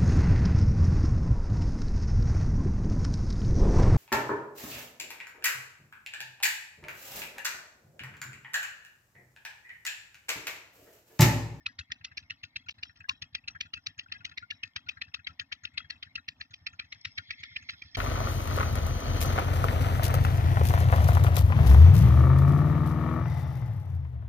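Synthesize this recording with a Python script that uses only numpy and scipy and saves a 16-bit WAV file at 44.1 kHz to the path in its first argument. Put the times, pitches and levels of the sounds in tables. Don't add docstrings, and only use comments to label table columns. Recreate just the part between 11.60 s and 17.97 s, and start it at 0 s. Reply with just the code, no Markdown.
import sys
import numpy as np
from scipy import signal
from scipy.fft import rfft, irfft, next_fast_len
from scipy.io import wavfile
from scipy.ndimage import uniform_filter1d

SR = 44100
rng = np.random.default_rng(int(sys.argv[2]) if len(sys.argv) > 2 else 0)


def undo_db(level):
    steps = np.asarray(level, float) / 20
    return 10 ** steps


def transcribe(u):
    v = np.clip(np.atleast_2d(u).T, -1, 1)
    q = np.round(v * 32767).astype(np.int16)
    wavfile.write(sys.argv[1], SR, q)


N = 280917

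# pitch in Hz, width in Hz, level in dB.
COWL_MODES = [(1080, 360, -39), (1407, 110, -2.5), (1730, 32, 1), (1950, 40, 1.5), (2610, 56, 4),
              (2870, 280, -15.5), (3840, 810, -12.5), (4400, 61, -52), (5470, 63, -14), (6400, 71, -53)]
# time in seconds, water level in dB, left minus right in dB.
PHONE_PATH = [(0, -87, 3.5), (.5, -77, 2.5), (1.402, -80, 4.5), (2.199, -87.5, 3.5), (2.899, -72, 4.5),
              (3.6, -83.5, 6), (4.3, -75.5, 6), (5, -79, 1), (5.4, -74, 4), (5.6, -66.5, 3.5),
              (5.802, -56, 1.5), (6.25, -65, -2), (6.5, -64, -0.5)]


def near_engine():
    bright, low, t = np.zeros((2, N)), np.zeros(N), np.arange(5120) / SR
    eddy_hz = np.arange(900, 9000, 220)
    for s, peak_db, ring_hz, upper_hz, treble_db, tail_db in firings():
        noise = rng.standard_normal((3, len(t)))
        eddies = np.c_[eddy_hz, 3.3 * rng.standard_normal(len(eddy_hz))]
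        gas = gas_noise(noise, treble_db)
        blast = np.exp(-((t - .0093) / 0.0031) ** 2 / 2) + 0.27 * swell(t - .004, 0.0045, 0.0048)
        blast = blast * patchy(len(t), count=70, db=2.5)
        puff = exhaust_puff(gas, eddies, blast, ring_hz, upper_hz)
        tail = dull(0.04 * echo(t, gas, eddies) + 0.25 * cowl(t, ring_hz)) + panels(t)
        sound = 1.88 * puff + undo_db(tail_db) * tail + bare_jet(noise[1], blast, s)
        waver = int(2.2 * rng.standard_normal()) - 1
        sound[1] = np.roll(sound[1], waver)
        add(bright, s - .005, sound * undo_db(peak_db))
        push_db = 0.43 * (peak_db + 28.0) + 2.56 * rng.standard_normal()
        add(low, s - .005, exhaust_push(t) * undo_db(push_db))
    return bright, low


def firings():
    # firing number, time in seconds.
    near_beat = [(0, .0605), (3, .4468), (8, 1.0885), (9, 1.2303), (10, 1.3593), (11, 1.4918), (15, 2.0077),
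                 (24, 3.161), (32, 4.1769), (34, 4.4271), (42, 5.449), (49, 6.3485)]
    # time in seconds, pitch in Hz.
    ring_path = [
        (0, 2697),
        (4.7, 2673),
        (5.2, 2366),
        (6.4, 2130),
    ]
    # time in seconds, peak in dB, pipe ring in Hz, treble share in dB.
    odd_firings = [(0.0612, -24, 2600, -14), (.1887, -33.5, 1685, -10.5), (0.3168, -27.5, 1874, -4),
                   (0.4458, -33, 2610, -0.5), (0.5731, -30.5, 2734, -8.5), (0.7012, -30, 2780, -13.5),
                   (0.8331, -35, 2750, -9), (1.0872, -31.5, 2800, -14), (1.2297, -30, 2900, -9.5),
                   (1.3579, -57, 1720, -14), (1.4906, -21.5, 2790, -4.5), (1.6195, -33, 2700, -3),
                   (1.7481, -27, 2756, -12.5), (2.0066, -26.5, 2500, -12), (2.2639, -27, 2850, -3.5),
                   (2.3902, -31.5, 2850, -7), (2.5196, -29.5, 2916, -28), (2.6478, -29.5, 2830, -12.5),
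                   (2.7753, -30.5, 2056, -15), (3.2871, -28, 2574, -18), (4.1757, -25, 2600, -19),
                   (4.3007, -30.5, 1950, -17.5), (4.4268, -34, 2930, -20.5), (4.81, -32, 2190, -24),
                   (4.9366, -38.5, 3080, -8.5), (5.3223, -33.5, 2200, -9.5), (5.8324, -34, 2280, -16),
                   (5.9614, -27.5, 2160, -19), (6.219, -35, 2295, -7.5), (6.3488, -28.5, 2300, -10.5)]
    usual_db = -29
    times = beat_times(near_beat)
    chance = rng.standard_normal((5, len(times)))
    peak_db = usual_db + 0.38 * chance[0]
    ring_hz = np.interp(times, *np.transpose(ring_path)) * (1 + .03 * chance[1])
    upper_hz = 3564 * np.exp(0.14 * chance[2])
    treble_db = -15.5 + 4.5 * chance[3]
    rows = with_odd_beats(np.c_[times, peak_db, ring_hz, treble_db], odd_firings)
    s, peak_db, ring_hz, treble_db = rows.T
    tail_db = -4.5 - 0.61 * (peak_db - usual_db) + 1.9 * chance[4]
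    return np.c_[s, peak_db, ring_hz, upper_hz, treble_db, tail_db]


def gas_noise(noise, treble_db):
    # frequency in Hz, level in dB per Hz.
    gas_colour = [(210, -70), (350, -38), (571, -63), (768, -14), (994, -19), (1540, -10.5), (1820, -6.5),
                  (2580, -3.5), (2970, -4), (3380, -8.5), (4260, -6), (5810, -12.5), (7610, -35),
                  (9890, -71), (16700, -120)]
    gas = colour(noise[0] + .25 * noise[1:], gas_colour)
    return gas + (undo_db(treble_db + 9.0) - 1) * band(gas, 6500, 4200)


def small_jet(x):
    return signal.sosfilt(signal.butter(5, [1100, 8300], "band", fs=SR, output="sos"), x)


def exhaust_puff(gas, eddies, blast, ring_hz, upper_hz):
    puff = small_jet(unit(colour(gas, eddies)) * blast)
    steep_top = signal.butter(8, 6620, fs=SR, output="sos")
    puff = signal.sosfilt(steep_top, puff) + undo_db(-21) * puff
    puff = puff + 2.44 * band(puff, ring_hz, 140) + 1.1 * band(puff, upper_hz, 400)
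    loudest = np.sqrt(uniform_filter1d(puff[0] ** 2, size=220).max())
    return puff / (2.4 * loudest)


def echo(t, gas, eddies):
    after = unit(colour(band(gas, 4600, 1700), eddies * [1, -1])) * patchy(len(t), count=200, db=2.0)
    return small_jet(after * swell(t - .01, 0.0074, 0.03) * np.exp(-(t / 0.039) ** 4))


def cowl(t, ring_hz):
    modes = COWL_MODES + [(ring_hz, 120, -3)]
    shape = (len(modes), len(t))
    streams = rng.standard_normal(shape) * patchy(shape, count=250, db=7.5)
    streams = streams * swell(t - .008, 0.0057, 0.017)
    out = np.zeros(len(t))
    for (hz, width, db), stream, chance in zip(modes, streams, rng.standard_normal(len(modes))):
        out += undo_db(db + 3 * chance) * steep(stream, hz * (1 + .02 * chance), 3 * width)
    return out


def panels(t):
    # pitch in Hz, width in Hz, level in dB.
    panel_modes = [(1830, 51, -2), (3280, 140, -1), (3880, 120, -3), (5000, 84, -11.5), (5450, 90, -7),
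                   (5900, 98, -14.5), (7340, 280, -26.5)]
    shape = (len(panel_modes), len(t))
    shakes = rng.standard_normal(shape) * patchy(shape, count=300, db=6)
    shakes = shakes * swell(t - .012, .005, .04) * np.minimum((t[-1] - t) / 0.016, 1)
    fits_db = 5 * rng.standard_normal(len(panel_modes))
    out = np.zeros(len(t))
    for (hz, width, db), fit_db, shake in zip(panel_modes, fits_db, shakes):
        out += undo_db(db + fit_db) * steep(shake, hz, width)
    return undo_db(-17) * out


def bare_jet(noise, blast, s):
    thin = steep(noise * blast, 11400, 1200) * (.3 + 4 * (s / 6) ** 8)
    return undo_db(-54) * (thin + .35 * steep(noise * blast ** 2, 12500, 5000))


def exhaust_push(t):
    chance = rng.standard_normal(3)
    push = undo_db(-59) * thud(t - .005, 68.8, 200 + 20 * chance[0], 0.032)
    push += undo_db(-62) * knock(t - .009, 287, 0.0035, 3 * chance[1])
    push += undo_db(-63.5) * knock(t - .052, 250.5, 0.0048, 3 * chance[2])
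    return push


def far_engine():
    # pitch in Hz, width in Hz, level in dB.
    clack_modes = [(1444, 67, 8.5), (1669, 330, 10.5), (2600, 270, 1), (3700, 1100, -10), (4060, 450, -9),
                   (6500, 1500, -20), (7700, 1200, -26.5)]
    bright, low, t = np.zeros(N), np.zeros(N), np.arange(3500) / SR
    for s, thump_db, clack_db in thumps():
        chance = rng.standard_normal(3)
        body = thud(t, 88 + 5 * chance[0], 155.3, 0.031) * np.minimum(t / .008, 1)
        body += undo_db(-11.5 + 1.5 * chance[1]) * knock(t - .02, 153.8, 0.011, 3 * chance[2])
        add(low, s - .018, undo_db(thump_db - 4.0) * body)
        burst = rng.standard_normal(len(t)) * swell(t, 0.0036, 0.0064)
        clack = np.zeros(len(t))
        for hz, width, db in clack_modes:
            clack += undo_db(db + 8.7 * rng.standard_normal()) * steep(burst, hz, width)
        add(bright, s - .014, undo_db(clack_db + 7) * clack / np.abs(clack).max())
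    return bright, low


def thumps():
    # firing number, thump crest in seconds.
    far_beat = [(0, .089), (1, .203), (9, 1.073), (10, 1.195), (25, 2.834), (39, 4.368), (45, 5.029),
                (50, 5.593), (57, 6.365)]
    # time in seconds, thump in dB, clack in dB.
    odd_thumps = [(.089, -55, -76.5), (0.207, -49.5, -47.5), (0.313, -47.5, -47), (0.526, -50.5, -51.5),
                  (0.725, -48.5, -48.5), (0.849, -48.5, -52), (0.974, -47, -57), (1.416, -48, -46.5),
                  (1.633, -42.5, -50.5), (1.962, -49, -43.5), (2.066, -50.5, -51.5), (2.181, -50, -49),
                  (2.29, -47.5, -57), (2.391, -50, -50.5), (3.059, -50.5, -56.5), (3.173, -46, -62.5),
                  (3.275, -48.5, -52), (3.602, -49.5, -51), (3.714, -46.5, -57), (3.821, -48, -43),
                  (3.928, -59.5, -44), (4.047, -50.5, -46.5), (4.256, -48, -52.5), (4.588, -50.5, -40.5),
                  (4.812, -49, -50), (5.255, -51, -56.5), (5.478, -43, -55.5), (5.597, -42, -40.5),
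                  (6.143, -49, -49.5), (6.264, -47, -57.5)]
    times = beat_times(far_beat)
    levels_db = [-51, -57] + rng.standard_normal((len(times), 2)) * [1.1, 5]
    return with_odd_beats(np.c_[times, levels_db], odd_thumps)


def boom():
    return undo_db(-41.5) * knock(np.arange(N) / SR - .207, 81.5, 0.01, 0)


def rattle():
    out, t = np.zeros(N), np.arange(900) / SR
    scrapes_per_s, typical_db = 100, -53
    for when, which, size, length in rng.random((int(scrapes_per_s * N / SR), 4)):
        hz, _, db = COWL_MODES[1 + int(which * 8)]
        scrape = rng.standard_normal(len(t)) * swell(t, 0.00022, 0.0005 + 0.0013 * length)
        level_db = typical_db + db / 2 - 4.0 * np.log(size)
        add(out, when * N / SR, undo_db(level_db) * steep(scrape, hz, 230))
    return out


def ticks():
    # start in seconds, peak in dB, ring in Hz, length in seconds.
    tick_list = [(.002, -57.5, 1780, 0.0069), (0.082, -49.5, 1685, 0.01), (1.4417, -41.5, 1640, 0.0039),
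                 (1.484, -33.5, 1080, 0.0083), (1.487, -51, 7920, 0.0028), (1.402, -65, 7240, 0.0014),
                 (1.903, -51, 5730, 0.0077), (2.1556, -42.5, 2630, 0.0066), (2.4595, -45, 1524, 0.0036),
                 (2.485, -55, 2620, 0.0021), (2.545, -44, 1647, 0.0088), (3.135, -58, 3370, 0.00082),
                 (3.644, -44.5, 3950, .003), (3.69, -48, 1352, 0.0056), (5.41, -45.5, 5370, 0.0017),
                 (5.416, -55, 4340, 0.0016)]
    out, t = np.zeros(N), np.arange(2500) / SR
    for s, peak_db, hz, length in tick_list:
        ring = steep(rng.standard_normal(len(t)) * swell(t, 0.0017, length), hz, 0.5 / length)
        add(out, s - .001, undo_db(peak_db) * ring / np.abs(ring).max())
    return out


def water():
    # pitch in Hz, width in Hz, level in dB, seconds by which the band swells ahead.
    gurgles = [(1803, 120, -7, -0.12), (2152, 170, -2, -0.0083), (3430, 540, -8.5, 0.18),
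               (4300, 760, -10.5, 0.083), (5260, 290, -9, 0.34), (5700, 350, -18, -0.3)]
    s, flow_db, _ = np.transpose(PHONE_PATH)
    t, out = np.arange(N) / SR, np.zeros(N)
    for hz, width, db, ahead in gurgles:
        level_db = np.interp(t + ahead, s, flow_db) + db + 2.2 * walk(4.18) + 3.6 * walk(45)
        out += undo_db(level_db) * unit(steep(rng.standard_normal(N), hz, width))
    return out


def field():
    # frequency in Hz, level in dB per Hz.
    rumble_colour = [(12, -52), (20, -7), (96, 12), (202, 0.5), (265, 5), (426, -20.5), (700, -6.5),
                     (1090, -8.5), (1710, -14.5), (2310, -35), (2610, -20.5), (3350, -15.5), (4860, -31),
                     (5930, -32.5), (7610, -44.5), (9890, -99), (16700, -120)]
    mid, side = rng.standard_normal((2, N))
    side = side - band(side, 70, 780)
    return unit(colour(mid + side * np.array([[1], [-1]]), rumble_colour)) * undo_db(-72 + 2.0 * walk(16))


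def swish():
    start_s, end_s = 6.09, 6.23
    t = np.arange(int((end_s - start_s) * SR)) / SR
    rise = t / t[-1]
    noise = rng.standard_normal((2, len(t)))
    hiss = (1 - rise) * steep(noise, 13000, 1200) + 1.3 * rise ** 2 * steep(noise, 14200, 2000)
    out = np.zeros((2, N))
    add(out, start_s, undo_db(-87) * unit(hiss) * np.sin(np.pi * rise) ** .5)
    return out


def dull(x):
    return signal.sosfilt(signal.butter(10, 6900, fs=SR, output="sos"), x)


def ports(x):
    # frequency in Hz, lead of the left port in radians.
    port_lead = [(0, 0), (340, -0.4), (1290, 4.6), (1720, 2.2), (2070, -1.0), (2330, -5.1), (2840, -9.2),
                 (3190, -7.6), (3620, -9.3), (3960, -8.9), (4910, -10.6), (5510, -9.8), (6630, -12.2),
                 (7320, -10.8)]
    # frequency in Hz, left minus right in dB.
    body_shadow = [(60, 1.0), (100, 1.0), (170, 1.0), (300, 2.0), (500, 2.0), (850, 0.5), (1450, 4.5),
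                   (2470, 2.0), (4210, 2.0), (7160, 2.5)]
    hz, lead = np.transpose(port_lead)
    n = next_fast_len(N, True)
    turn = np.interp(np.fft.rfftfreq(n, 1 / SR), hz, lead)
    delayed = irfft(rfft(x[1], n) * np.exp(-1j * turn), n)[:N]
    right = colour(delayed, [(f, 2.5 - db) for f, db in body_shadow])
    s, _, left_over_right_db = np.transpose(PHONE_PATH)
    pan_db = np.interp(np.arange(N) / SR, s, left_over_right_db)
    return np.array([x[0] * undo_db(pan_db / 2), right * undo_db(-pan_db / 2)])


def beat_times(beat):
    number, s = np.transpose(beat)
    return np.interp(np.arange(number[-1] + 1), number, s)


def with_odd_beats(rows, odd):
    times = rows[:, 0].copy()
    for row in odd:
        rows[np.argmin(np.abs(times - row[0]))] = row
    return rows


def unit(x):
    return x / np.sqrt(np.mean(x ** 2))


def band(x, hz, width):
    return signal.lfilter(*signal.iirpeak(hz, hz / width, fs=SR), x)


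def steep(x, hz, width):
    return band(band(x, hz, width), hz, width)


def colour(x, points):
    hz, db = np.transpose(points)
    n = next_fast_len(x.shape[-1], True)
    f = np.fft.rfftfreq(n, 1 / SR) + 1
    gain = undo_db(np.interp(np.log(f), np.log(hz), db))
    return irfft(rfft(x, n) * gain, n)[..., :x.shape[-1]]


def walk(rate):
    k = int(SR / rate)
    held = np.repeat(rng.standard_normal(N // k + 1), k)
    return 1.84 * uniform_filter1d(uniform_filter1d(held, k), k)[:N]


def patchy(shape, count, db):
    wander = uniform_filter1d(uniform_filter1d(rng.standard_normal(shape), size=count), size=count)
    return undo_db(db * unit(wander))


def swell(t, rise, fall):
    t = np.maximum(t, 0)
    e = (1 - np.exp(-t / rise)) ** 2 * np.exp(-t / fall)
    return e / e.max()


def knock(t, hz, spread, turn):
    return np.exp(-(t / spread) ** 2 / 2) * np.cos(2 * np.pi * hz * t + turn)


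def thud(t, hz, start_hz, length):
    t = np.maximum(t, 0)
    cycles = hz * t + (start_hz - hz) * 0.0065 * (1 - np.exp(-t / 0.004))
    return -np.sin(2 * np.pi * cycles) * np.exp(-(t / length) ** 3)


def add(out, s, x):
    i = int(round(s * SR))
    a, b = max(i, 0), min(i + x.shape[-1], N)
    out[..., a:b] += x[..., a - i:b - i]


def scene():
    puffs, pushes = near_engine()
    clacks, thuds = far_engine()
    rumble = pushes + thuds + boom()
    bass = np.array([rumble * undo_db(.7), np.roll(rumble, -13) * undo_db(-.9)])
    bright = puffs + dull(clacks + rattle() + water()) + ticks()
    return ports(bright) + bass + field() + swish()


def top_cut(x):
    return signal.sosfilt(signal.butter(12, 15400, fs=SR, output="sos"), x)


def record(dry):
    t = np.arange(N) / SR
    skip_start_s, skip_end_s = 1.127, 1.1415
    outside_s = np.maximum(skip_start_s - t, t - skip_end_s)
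    gap = np.clip(outside_s / 0.00095, .03, 1)
    hiss = undo_db([[-89.8], [-92]]) * steep(rng.standard_normal((2, N)), 13500, 8000)
    mix = (dry + hiss) * gap
    return top_cut(mix)


dry = scene()
out = record(dry)
transcribe(out)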